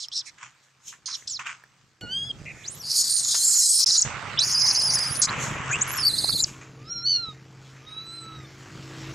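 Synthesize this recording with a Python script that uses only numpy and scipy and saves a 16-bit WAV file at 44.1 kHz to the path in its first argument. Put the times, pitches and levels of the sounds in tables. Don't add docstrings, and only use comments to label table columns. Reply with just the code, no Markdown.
import sys
import numpy as np
from scipy import signal
from scipy.fft import rfft, irfft, next_fast_len
from scipy.io import wavfile
from scipy.ndimage import uniform_filter1d, minimum_filter1d, map_coordinates

SR = 44100
rng = np.random.default_rng(int(sys.argv[2]) if len(sys.argv) > 2 else 0)


def to_linear_factor(level_db):
    exponent = np.asarray(level_db, float) / 20
    return 10 ** exponent


def bounce(signal):
    frames = np.transpose(np.atleast_2d(signal))
    limited = np.clip(frames, -1, 1)
    pcm = np.round(limited * 32767).astype(np.int16)
    wavfile.write(sys.argv[1], SR, pcm)


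N = 403074
T = np.arange(N) / SR


def unit(x):
    return x / np.sqrt(np.mean(x ** 2) + 1e-20)


def along(points, hz):
    f, v = np.transpose(points)
    return np.interp(np.log(hz + 1), np.log(f + 1), v)


def curves(rows):
    s, *columns = np.transpose(rows)
    return [np.interp(T, s, column) for column in columns]


def sounding(rows, edge=0.0038):
    return np.clip(np.minimum(T - rows[0][0], rows[-1][0] - T) / edge, 0, 1)


def between(start, end, attack, release):
    return np.clip(np.minimum((T - start) / attack, (end - T) / release), 0, 1)


def drift(start, end, first, last):
    return np.interp(T, [start, end], [first, last])


def swells(rows):
    return sum(to_linear_factor(db - 20 * np.maximum((s - T) / rise, (T - s) / fall)) for s, db, rise, fall in rows)


def wobble(rate):
    return map_coordinates(rng.standard_normal(int(N * rate / SR) + 4), [T * rate])


def filtered(x, response):
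    m = next_fast_len(N + 8192)
    return irfft(rfft(x, m) * response(np.fft.rfftfreq(m, 1 / SR)), m)[..., :N]


def shaped(x, gain):
    hz, s, z = signal.stft(x, SR, nperseg=256)
    return signal.istft(z * gain(hz[:, None], s), SR, nperseg=256)[1][..., :N]


def patchy(x, depth_db, wide):
    z = signal.stft(x, nperseg=512)[2]
    field = uniform_filter1d(rng.standard_normal(z.shape[-2:]), wide, 0)
    field = uniform_filter1d(field, 12, 1)
    return signal.istft(z * to_linear_factor(depth_db * unit(field)), nperseg=512)[1][..., :N]


# pitch_hz, likeness (0-1)
LIKENESS = [(60, 0.6), (300, 1), (1200, 0.8), (5000, 0.63)]


def rush(spectrum, patchy_db, grain_db):
    white = rng.standard_normal((2, N)) * to_linear_factor(grain_db * wobble(900))
    pair = patchy(white, patchy_db, wide=6)

    def mid_and_side(hz):
        turn = np.arccos(np.clip(along(LIKENESS, hz), -1, 1)) / 2
        return to_linear_factor(along(spectrum, hz)) * [np.cos(turn), np.sin(turn)]

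    mid, side = filtered(pair, mid_and_side)
    return unit(np.array([mid + side, mid - side]))


# time_s, engine_level_db
SCENES = [
    [(0.0, -69), (0.35, -64.5), (0.72, -70.5), (1.4, -59.5), (2.01, -67.5)],
    [(2.01, -40.5), (2.79, -47.5), (3.5, -53.5), (4.04, -48)],
    [(4.047, -39.5), (4.367, -43), (5.25, -39.5)],
    [(5.27, -36.5), (5.4, -31.5), (5.74, -36.5), (6.45, -39)],
    [(6.46, -45), (7.7, -50), (8.5, -45.5), (9.14, -39)],
]
# first_level_db, last_level_db
RUSTLE_LEVELS = [(-70, -76.5), (-64.5, -48), (-40, -45), (-38.5, -56.5), (-65, -51)]


def background():
    on = [sounding(rows, 0.002) for rows in SCENES]
    levels_db = -55 * (1 - sum(on))
    for present, rows, (first_db, last_db) in zip(on, SCENES, RUSTLE_LEVELS):
        (start, start_db), (end, end_db) = rows[0], rows[-1]
        engine_db, = curves(rows)
        swell_db = engine_db - drift(start, end, start_db, end_db)
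        rustle_db = drift(start, end, first_db, last_db) + 0.74 * swell_db
        levels_db = levels_db + present * np.array([engine_db, rustle_db])
    return levels_db


# engine_tone_db, high_air_db, stereo_width (0-1), background_left_over_right_db,
# voice_left_over_right_db
STAGE = [(-7, 2.5, 1, -0.5, -3.3), (-21.5, 1, 0.93, -2.5, -1), (-11, -9, 1, -6, -1),
         (-10, -31.5, 0.98, -0.5, -1), (-2, 2, 0.2, 1, -8)]


def staged(column):
    starts = [rows[0][0] - .003 for rows in SCENES[1:]]
    return np.array(STAGE)[np.searchsorted(starts, T), column]


# multiple of the idle speed (count), level_db
ENGINE_TONES = [(2, -15.5), (4, -21.5), (5, 2.5), (6, -16), (8, -23), (10, -11.5), (12, -7), (14, -11.5),
                (17, -13)]
# pitch_hz, level_db (per Hz)
ENGINE_RUMBLE = [(15, -60), (25, -19), (75, -7.5), (130, 1.5), (179, -6.5), (316, -14), (406, -14),
                 (700, -20.5), (910, -23.5), (1540, -120)]


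def engine():
    idle_hz = 26.36
    shaft = 2 * np.pi * np.cumsum(idle_hz * (1 + 0.00827 * wobble(1.5))) / SR
    tones = unit(sum(to_linear_factor(db + 2.5 * wobble(4)) * np.sin(k * shaft + rng.uniform(0, 6))
                     for k, db in ENGINE_TONES))
    return to_linear_factor(staged(column=0)) * tones + to_linear_factor(-3.0) * rush(ENGINE_RUMBLE, patchy_db=2.0, grain_db=5.0)


# pitch_hz, level_db (per Hz)
RUSTLE_COLOUR = [(290, -39), (500, -11.5), (648, -10.5), (1180, -3.5), (2100, -5.5), (3740, -12),
                 (5670, -12.5), (8300, -17), (8850, -17), (13400, -21.5), (15500, -29)]


def rustle():
    noise = rush(RUSTLE_COLOUR, patchy_db=2, grain_db=2)
    air = filtered(noise, lambda hz: 1 / (1 + (3200 / (hz + 1)) ** 6))
    return noise + (to_linear_factor(staged(column=1)) - 1) * air


def outdoors():
    engine_db, rustle_db = background()
    return to_linear_factor(engine_db) * engine() + to_linear_factor(rustle_db + 8 + 1.3 * wobble(6)) * rustle()


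# peak_s, level_db, rise_s,
# fall_s
SAND_SCUFFS = [(.385, -51.5, 0.011, 0.044), (.432, -42.5, 0.031, 0.077), (.928, -47.5, 0.008, 0.05),
               (1.085, -45.5, 0.015, 0.1), (1.393, -33.5, 0.0034, 0.059), (1.466, -34.5, 0.013, 0.11),
               (3.346, -34, 0.0085, 0.031), (5.308, -34, 0.0077, 0.071), (5.996, -33, 0.93, 0.076),
               (6.294, -46, 0.15, 0.048), (6.486, -47.5, 0.021, 0.28), (6.612, -45.5, 0.0033, 0.067)]
# pitch_hz, level_db (per Hz)
SAND_COLOUR = [(290, -73), (500, -32.5), (1060, 0.5), (2750, -4.5), (3860, -16.5), (4410, -21),
               (6730, -8.5), (9000, -22), (11700, -52), (19800, -120)]


def scuffs():
    return swells(SAND_SCUFFS) * to_linear_factor(2.0) * rush(SAND_COLOUR, patchy_db=2.2, grain_db=3.5)


# peak_s, level_db, rise_s, fall_s
LEAF_SWISHES = [(.636, -59.5, 0.017, 0.092), (.885, -34.5, 0.044, 0.069), (1.17, -43.5, .02, 0.13),
                (2.79, -43.5, 0.39, 0.012), (5.436, -30, 0.084, 0.15), (6.47, -37, 0.07, 0.11)]
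# pitch_hz, level_db (per Hz)
LEAF_COLOUR = [(500, -27), (1500, -32), (3400, -7.5), (4600, -15.5), (6830, 1), (8500, -14), (10800, -7),
               (15800, -26)]


def swishes():
    return swells(LEAF_SWISHES) * rush(LEAF_COLOUR, patchy_db=2.5, grain_db=1)


# time_s, edge_hz
DULL_EDGE = [(0, 8640), (6.6, 8470), (6.78, 7330), (6.9, 8140), (7.25, 8350), (7.36, 7700), (7.74, 8370),
             (7.9, 6930), (8.37, 6600), (8.46, 7200), (8.6, 8100), (9.14, 8050)]


def dulled(hz, s):
    edge_hz = np.interp(s, *np.transpose(DULL_EDGE))
    return to_linear_factor(-13 * np.clip((hz - edge_hz) / 250 + .5, 0, 1))


# start_s, peak_level_db, pitch_hz
SNAPS = [(0.0845, -24.5, 5340), (1.224, -36.5, 2010), (1.395, -25.5, 2640), (1.471, -28.5, 2860),
         (1.6383, -34.5, 1730), (2.012, -29.5, 3060), (1.0606, -29.5, 5130), (3.345, -26.5, 910),
         (6.244, -19, 786), (6.294, -20, 1306), (4.9554, -13.5, 4900), (5.292, -23, 4020)]


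def ticks():
    out, t = np.zeros(N), np.arange(SR // 50) / SR
    for s, db, hz in SNAPS:
        crack = 0.27 * to_linear_factor(-60 * t / 0.0027) * rng.standard_normal(len(t))
        snap = np.sin(2 * np.pi * hz * t) + crack
        out[round(s * SR):][:len(t)] += to_linear_factor(db - 3.0 - 60 * t / 0.012) * snap
    return out


# start_s, length_s, first_pitch_hz, last_pitch_hz, level_db
CLEAR_GLIDES = [(1.286, .092, 8090, 3600, -37), (2.677, 0.013, 5740, 7070, -34),
                (2.796, 0.024, 6140, 5340, -43.5), (3.096, .03, 8850, 8960, -29.5),
                (3.145, .035, 9160, 8970, -34), (4.395, 0.046, 3700, 4800, -28),
                (4.007, 0.01, 7500, 8200, -31.5), (4.015, 0.014, 8000, 5230, -8),
                (5.695, 0.03, 1334, 1840, -32.5), (5.709, 0.027, 6350, 7980, -33.5),
                (5.723, 0.021, 5930, 7960, -33.5), (5.724, 0.046, 2365, 2910, -29),
                (5.734, 0.033, 7220, 7800, -40.5), (5.811, 0.023, 6100, 8070, -24),
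                (6.39, .03, 7350, 7120, -30), (6.423, .014, 7180, 7300, -25.5),
                (6.436, 0.0095, 7320, 4330, -20.5)]
# start_s, length_s, first_pitch_hz, last_pitch_hz, level_db
HOARSE_GLIDES = [(0.021, 0.033, 4600, 3010, -45), (0.115, 0.049, 3250, 4720, -44),
                 (0.194, 0.029, 4900, 3250, -46), (0.26, 0.044, 2280, 2080, -55.5),
                 (1.122, 0.038, 4580, 3090, -44), (2.454, 0.071, 2350, 2360, -44),
                 (2.5, 0.19, 2200, 2075, -57.5), (2.632, .13, 2830, 12130, -46.5),
                 (2.764, 0.15, 12200, 9600, -56), (2.827, 0.26, 4680, 4906, -38),
                 (3.089, .1, 8940, 9080, -32), (3.203, 0.035, 8700, 8450, -37),
                 (3.902, 0.011, 4380, 4190, -25), (3.915, 0.023, 7500, 6220, -27),
                 (3.935, 0.039, 4400, 4090, -29.5), (3.974, 0.026, 7100, 6600, -15.5),
                 (4.374, 0.025, 3200, 3730, -29), (4.412, 0.038, 4000, 5110, -29),
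                 (5.28, 0.024, 3620, 4730, -40.5)]


def squeaks():
    out = np.zeros(N)
    hoarse = wobble(900) + 1j * wobble(900)
    for rows, rough in [(CLEAR_GLIDES, .26), (HOARSE_GLIDES, .75)]:
        for s, length, first_hz, last_hz, db in rows:
            u = np.linspace(0, 1, int(length * SR))
            phase = 2 * np.pi * np.cumsum(first_hz + (last_hz - first_hz) * u ** 1.15) / SR
            folds = 1 - rough + rough * hoarse[round(s * SR):][:len(u)]
            swell = to_linear_factor(db + 8.5) * np.sin(np.pi * u) ** 0.36
            out[round(s * SR):][:len(u)] += swell * np.imag(folds * np.exp(1j * phase))
    return out


# time_s, pitch_hz, effort_db, mouth_opening_db (lift of the overtone above the strongest)
COO_CALLS = [
    [(2.013, 1480, -36, 5), (2.08, 1434, -45, -4), (2.13, 1580, -29.5, 1.5), (2.2, 1620, -32, -5.5),
     (2.285, 1693, -37.5, -5.5), (2.315, 1586, -31, -6.5)],
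    [(6.77, 1093, -91, 21), (6.86, 1245, -68, 19.5), (6.915, 1417, -45, 23.5), (7.025, 1366, -48.5, 19.5),
     (7.07, 1477, -22.5, -10), (7.105, 1500, -22, -3.5), (7.165, 1430, -24, -0.5), (7.21, 1382, -37, -4.5),
     (7.335, 1232, -49, -16)],
    [(7.8, 1163, -58, -10), (7.89, 1275, -49, -5), (7.97, 1293, -46, -8), (8.02, 1317, -47.5, -3),
     (8.14, 1350, -49, -1), (8.25, 1319, -52.5, -3), (8.39, 1280, -55.5, 0), (8.47, 1186, -53, -13)],
]
# multiple of the pitch (count), level_db, then each enter_s and leave_s
COO_OVERTONES = [
    [(1, -23), (2, 0), (3, -11), (4, -17), (5, -15), (6, -30), (7, -40), (8, -38)],
    [(1, -27), (2, -21, 7.065, 7.3), (3, 0), (4, -11), (5, -40), (6, -42)],
    [(1, -4), (2, -21), (3, 0, 7.865, 8.46), (4, -14, 7.8, 7.96), (5, -20, 8.06, 8.5),
     (6, -3, 8.055, 8.445), (7, -14, 7.88, 7.985, 8.42, 8.5), (8, -45), (9, -22, 8.0, 8.3)],
]


def coos():
    out = np.zeros(N)
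    fundamentals = [(-38, -74), (-55.5, -48.5), (-58, -50)]
    flutter_hz, waver = 95, 3.5
    for rows, overtones, (first_db, last_db) in zip(COO_CALLS, COO_OVERTONES, fundamentals):
        pitch_hz, high_db, lift_db = uniform_filter1d(curves(rows), SR // 60)
        flutter = np.clip((high_db + 36) / 12, .1, 1)
        beat = flutter * np.sin(2 * np.pi * flutter_hz * T + 2.5 * wobble(40))
        bend = .019 * flutter * beat + 0.005 * wobble(150) + 0.0047 * wobble(16)
        phase = 2 * np.pi * np.cumsum(pitch_hz * (1 + bend)) / SR
        lead, lead_db, *_ = max(overtones[1:], key=lambda row: row[1])
        low_db = drift(rows[0][0], rows[-1][0], first_db, last_db) - 7.8 * flutter + waver * wobble(17)
        tone = to_linear_factor(low_db) * sounding(rows, 0.023) * np.sin(phase)
        for k, db, *entry in overtones[1:]:
            unsteady = .7 * wobble(22) + 0.83 * wobble(55) + (k > lead + 1) * (wobble(5) - 2)
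            waver_db = waver * (1 - 0.58 * flutter) * unsteady
            level = to_linear_factor(high_db + db - lead_db + lift_db * (k == lead + 1) + waver_db)
            if entry:
                level = level * uniform_filter1d(np.searchsorted(entry, T) % 2., size=300)
            tone += level * np.sin(k * phase)
        out += np.sqrt(2) * sounding(rows, 0.0015) * (1 + .33 * beat) * tone
    return out


# time_s, pitch_swing (share)
BREATH_CRESTS = [(2.799, 0), (2.931, 0.069), (3.041, 0.066), (3.33, 0.036), (3.489, 0.066), (3.699, 0.047),
                 (4.469, 0.019), (4.595, .05), (4.785, .042), (4.845, .04), (4.957, .045), (5.185, .045),
                 (5.885, 0.014), (6.008, .025), (6.143, 0.037), (6.465, .045)]
CREST_BEATS = [0, 1, 2, 1, 3, 4, 1, 2, 4, 1, 1, 4, 1, 3, 2, 6]


def tremor():
    s, swing = np.transpose(BREATH_CRESTS)
    wave = np.cos(2 * np.pi * np.interp(T, s, np.cumsum(CREST_BEATS)))
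    return wave, np.interp(T, s, swing) * to_linear_factor(1.5 * wobble(15))


# time_s, pitch_hz, whistle_level_db, half_pitch_level_db
WHISTLED_SCREAMS = [
    [(4.388, 4730, -15, -47), (4.4, 6230, -20.5, -35.5), (4.414, 8570, -36, -31),
     (4.445, 10260, -46.5, -28.5), (4.6, 9980, -39, -21), (4.9, 9990, -31.5, -24), (5.058, 9890, -38, -28),
     (5.2, 10000, -29, -49), (5.225, 8500, -22.5, -37)],
    [(5.875, 11020, -38, -86), (5.959, 11770, -39.5, -67), (5.98, 11120, -33, -33.5),
     (6.033, 9460, -42, -26.5), (6.075, 8920, -42, -22.5), (6.109, 8260, -38.5, -28.5),
     (6.26, 8270, -40.5, -26), (6.413, 8150, -53, -25.5), (6.42, 8950, -50, -36)],
]
# level_between_surges_db, quarter_pitch_overtone_db, chaos_width_hz,
# chaos_centre (share of the pitch)
SCREAM_THROB = [
    (0, -44, 2300, .56),
    (-7, -14, 1300, .52),
]
# start_s, end_s, steadiness (share)
STEADY_SPELLS = [(4.537, 4.6, .92), (4.6, 4.622, .5), (4.622, 4.656, .92), (4.672, 4.71, .6),
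                 (4.768, 4.802, .92), (4.82, 4.905, .9), (4.955, 5.035, .95), (5.035, 5.055, .6),
                 (5.055, 5.1, .92), (5.1, 5.135, .7), (5.968, 6.11, .94), (6.13, 6.152, .9),
                 (6.183, 6.205, .5), (6.238, 6.256, .8), (6.278, 6.314, .75), (6.347, 6.376, .9)]
# peak_s, half_width_s, level_db, pitch_shift (share)
HALF_SURGES = [(4.69, .03, 3.5, 0), (4.733, 0.014, -8.5, -0.0039), (4.76, .012, 1.5, 0),
               (6.036, .008, 3.5, 0), (6.047, .003, -6.5, -0.0043), (6.062, 0.0017, -14.5, 0),
               (6.0755, .002, -12.5, 0.0046), (6.07, 0.018, 9, 0), (6.097, 0.0035, -5, -0.014),
               (6.141, .008, 11.5, -.03), (6.192, .011, 12, 0.037), (6.245, 0.0056, 14, -.02),
               (6.296, 0.015, 12, 0.04), (6.33, 0.0085, 7, -0.0078), (6.361, 0.0092, 13, 0.019),
               (6.405, .012, 8.5, 0.015)]


def whistles(wave, swing):
    out = np.zeros(N)
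    steady = sum(share * between(a - .002, b + .002, .004, .004) for a, b, share in STEADY_SPELLS)
    steady = np.clip(steady, 0, .95)
    surge_db, shift = sum(np.exp(-((T - s) / width) ** 2) * np.array([[db], [share]])
                          for s, width, db, share in HALF_SURGES)
    for rows, (rest_db, quarter_db, chaos_hz, centre) in zip(WHISTLED_SCREAMS, SCREAM_THROB):
        pitch_hz, top_db, half_db = curves(rows)
        bend = swing * wave + shift + 0.013 * wobble(400)
        phase = 2 * np.pi * np.cumsum(pitch_hz * (1 + bend)) / SR

        roughness = np.clip((T - 6) / 0.1, 0, 1) * 1.5 * to_linear_factor(quarter_db) * wobble(900)
        top = to_linear_factor(top_db + 60 * swing * wave + 4.1 * wobble(130)) * (1 + roughness) * np.sin(phase)

        chaos = wobble(chaos_hz) * np.sin(phase * centre) + wobble(chaos_hz) * np.cos(phase * centre)
        throb = to_linear_factor(rest_db * np.clip((T - 6.1) / .02, 0, 1) + surge_db)
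        half = throb * (np.sqrt(steady) * np.sin(phase / 2) + np.sqrt(1 - steady) * .72 * chaos)

        quarter = to_linear_factor(quarter_db) * throb * np.clip((T - 6.03) / .06, 0, 1) * wobble(900)
        over = quarter * np.sin(phase * 5 / 4) + to_linear_factor(-31) * wobble(1500) * np.sin(phase * 3 / 2)
        lower = to_linear_factor(half_db + 1.5 * wobble(120)) * (half + over)
        out += np.sqrt(2) * sounding(rows, 0.0044) * (top + lower)
    return out


# start_s, end_s, first_level_db, last_level_db, lips_db (added to the level)
UNDER_BREATHS = [(4.41, 5.227, -41.5, -50.5, 6), (6.033, 6.429, -43, -39, 6.5)]
# throat_db, mouth_db
BREATH_PARTS = [
    (0, -22),
    (-8, 0),
]


def breath():
    gains = 0
    for (a, b, first_db, last_db, lips_db), (throat_db, mouth_db) in zip(UNDER_BREATHS, BREATH_PARTS):
        level = between(a, b, 0.016, 0.0067) * to_linear_factor(drift(a, b, first_db, last_db))
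        gains = gains + level * to_linear_factor([[throat_db], [mouth_db], [lips_db]])
    return gains


def tract_gains(db, mouth_db, lips_db):
    share = 1 / (1 + to_linear_factor(-2 * mouth_db))
    return to_linear_factor(db) * np.array([np.sqrt(1 - share), np.sqrt(share), to_linear_factor(-lips_db)])


# time_s, effort_db, mouth_over_throat_db, lips_under_voice_db
LONG_SCREAM = [(2.815, -49.5, -2.5, 7), (2.9, -29, -13.5, 6), (2.998, -23.5, 1, 6), (3.15, -24, -1, 9.5),
               (3.3, -20, -4.5, 6), (3.47, -18.5, 4, 5), (3.7, -4.5, 6.5, 6.5), (3.8, -16, -4, 6),
               (3.845, -12, -11, 12)]
# start_s, length_s, level_db, mouth_over_throat_db, lips_under_voice_db
ROUGH_YAPS = [(0.0, 0.069, -32.5, -3.5, 30), (1.057, 0.12, -31, -13, 27), (1.272, 0.041, -29.5, -20, 31),
              (1.296, 0.098, -42, -4.5, 16)]
# start_s, length_s, level_db, mouth_over_throat_db, lips_under_voice_db
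SWELLING_GRUNTS = [(0.112, 0.106, -33, -2, 24), (.235, 0.073, -43, 5, 17)]
# start_s, length_s, level_db, mouth_over_throat_db, lips_under_voice_db
END_BARKS = [(3.86, 0.175, -15, -7, 17), (4.983, .014, -25.5, -1.5, 20), (5.088, 0.0093, -39, 0, 20),
             (5.148, 0.026, -31, -3, 20), (5.216, 0.049, -14, 0.5, 21)]
# attack_s, release_s, level_lost_db, mouth_opening_lost_db (a third of each is lost by
CALL_SHAPES = [
    (0.0018, 0.036, 6.5, 7),
    (0.029, 0.022, -5, 25),
    (.003, 0.0079, 0.5, 7.5),
]


def effort():
    gains = sounding(LONG_SCREAM) * tract_gains(*curves(LONG_SCREAM))
    calls = [ROUGH_YAPS, SWELLING_GRUNTS, END_BARKS]
    for rows, (attack, release, sag_db, closing_db) in zip(calls, CALL_SHAPES):
        for s, length, db, mouth_db, lips_db in rows:
            done = drift(s, s + length, 0, 0.33)
            closing = closing_db * done
            envelope = between(s, s + length, attack, release) ** np.array([[1], [4], [4]])
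            gains += envelope * tract_gains(db - sag_db * done, mouth_db - closing, lips_db + closing)
    catches = sum(np.exp(-((T - s) / 0.0067) ** 2) for s in [3.09, 3.16, 3.224, 3.911, 3.958, 4.005])
    return gains * to_linear_factor(-6.5 * catches)


# time_s, lowest_colour_hz, bright_ring_hz, bright_lift_db
MOUTH_MOVES = [(0.03, 2550, 4830, 3), (0.16, 2380, 5170, 5.5), (0.28, 2200, 6800, 0), (1.1, 2460, 5600, 5),
               (2.85, 4180, 4790, 2), (2.98, 3900, 4720, 1), (3.02, 3840, 7300, -1),
               (3.09, 3570, 9000, 1.5), (3.21, 3580, 8700, 4.5), (3.25, 3196, 6940, 8.5),
               (3.38, 2880, 7370, 6), (3.46, 4320, 7600, 2.5), (3.58, 4710, 7180, 9), (3.66, 4200, 8140, 2),
               (3.78, 4280, 9050, 7.5), (3.85, 4300, 5300, 4), (3.96, 3970, 6100, 3.5),
               (4.04, 3960, 6440, 6)]


def mouth(hz, s):
    at, *columns = np.transpose(MOUTH_MOVES)
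    edge_hz, bright_hz, lift_db = [np.interp(s, at, column) for column in columns]
    below_db = -9 / (1 + (hz / edge_hz) ** 12)
    throat_db = 4.5 * (np.exp(-((hz / edge_hz - 1.17) / .12) ** 2) - .3)
    bright_db = lift_db * (np.exp(-((hz - bright_hz) / 750) ** 2) - .5)
    return to_linear_factor(below_db + throat_db + bright_db)


# time_s, jitter (share of a cycle)
FOLD_JITTER = [(0, .2), (2.9, .2), (2.98, .07), (3.035, .014), (3.1, .07), (3.3, .03), (3.36, .026),
               (3.44, .016), (3.5, .008), (3.6, .011), (3.67, .014), (3.73, .035), (3.77, .07), (3.86, .07)]
# centre_hz, width_hz
TRACT_RINGS = [
    (4950, 5330),
    (7300, 3600),
    (9500, 7050),
]


def fold_pulses(wave, swing):
    fold_hz = 1053
    cycles = np.cumsum(fold_hz * (1 + swing * wave + 0.022 * wobble(90))) / SR
    s = np.interp(np.arange(1, int(cycles[-1])), cycles, T)
    chance = rng.standard_normal((len(s), 2))
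    jitter = np.interp(s, T, curves(FOLD_JITTER)[0] * to_linear_factor(3.5 * wobble(25)))
    at = (s + jitter * chance[:, 0] / fold_hz) * SR
    near = np.floor(at)[:, None] + np.arange(-7, 9)
    away = near - at[:, None]
    taps = np.sinc(away) * np.cos(np.pi * away / 16) ** 2
    strength = to_linear_factor(np.minimum(1 + 20 * jitter[:, None], 2.5) * chance[:, 1:])
    return np.bincount(np.clip(near, 0, N - 1).astype(int).ravel(), (taps * strength).ravel(), N)


def rasp(wave, swing):
    source = unit(fold_pulses(wave, swing)) + .35 * to_linear_factor(3 * wobble(40)) * rng.standard_normal(N)
    source = patchy(source, 3.6, wide=7)
    throat = source + .6 * to_linear_factor(5.0 * wobble(300)) * rng.standard_normal(N)

    def ring(x, centre, width):
        return unit(filtered(x, lambda f: (1j * f * width / (centre ** 2 - f * f + 1j * f * width)) ** 6))

    parts = [ring(x, centre, width) for x, (centre, width) in zip([throat, source, source], TRACT_RINGS)]
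    under = breath() * to_linear_factor(-2.5 * wave)
    gains = effort() * to_linear_factor(0.43 * wave + 2.4 * wobble(60)) + under
    return shaped(np.sum(gains * parts, axis=0), mouth)


def nearby(x):
    t = np.arange(SR // 3) / SR
    decay_s = np.array([.02, .3])[:, None, None]
    early, late = rng.standard_normal((2, 2, len(t))) * to_linear_factor(-60 * t / decay_s)
    tail = to_linear_factor(-7) * early / np.linalg.norm(early[0]) + to_linear_factor(-21) * late / np.linalg.norm(late[0])
    moving = to_linear_factor(-16.5) * np.outer([1, -1], x * wobble(30))
    heard = x + signal.fftconvolve(x[None], tail, axes=1)[:, :N] + moving
    return heard * np.linalg.norm(heard) / np.sqrt(2) / np.linalg.norm(heard, axis=1)[:, None]


def panned(x, db):
    return x * to_linear_factor(np.array([db, -db]) / 2)


def scene():
    wave, swing = tremor()
    dropout = between(3.8445, 3.8605, 0.00041, .001)
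    voice = rasp(wave, swing) + whistles(wave, swing) + squeaks() + coos() + ticks()
    around = shaped(scuffs() + swishes() + outdoors(), dulled)
    front = panned(nearby(voice) * (1 - dropout), staged(column=4))
    back = panned(around * (1 - 0.89 * dropout), staged(column=3))
    left, right = front + back
    side = staged(column=2) * (left - right) / 2
    return (left + right) / 2 + np.array([side, -side])


# pitch_hz, reach_db
GATE_REACH = [(6900, 90), (7300, 0), (9000, 0), (12000, 4), (14000, 14)]
SCENE_REACH = [34, 41, 29, 34, 60]


def masked(x):
    hz, s, z = signal.stft(x, SR, nperseg=2048)
    power = uniform_filter1d(np.sum(np.abs(z) ** 2, axis=0), size=24, axis=0)
    scene_number = np.searchsorted([rows[0][0] for rows in SCENES[1:]], s)
    reach_db = np.array(SCENE_REACH)[scene_number] + along(GATE_REACH, hz)[:, None]
    weak = power < power[hz > 1000].max(axis=0) * to_linear_factor(-2 * reach_db)
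    return signal.istft(z * ~weak, SR, nperseg=2048)[1][:, :N]


def top_cut(x):
    return signal.sosfilt(signal.butter(12, 16540, fs=SR, output="sos"), x)


def record(dry):
    ceiling, hold_s = .43, .012
    span = round(hold_s * SR)
    needed = np.minimum(1, ceiling / (np.abs(dry).max(axis=0) + 1e-9))
    soft = dry * uniform_filter1d(minimum_filter1d(needed, span), span)
    mix = filtered(masked(soft), lambda hz: hz < 15750)
    return top_cut(mix)


dry = scene()
out = record(dry)
bounce(out)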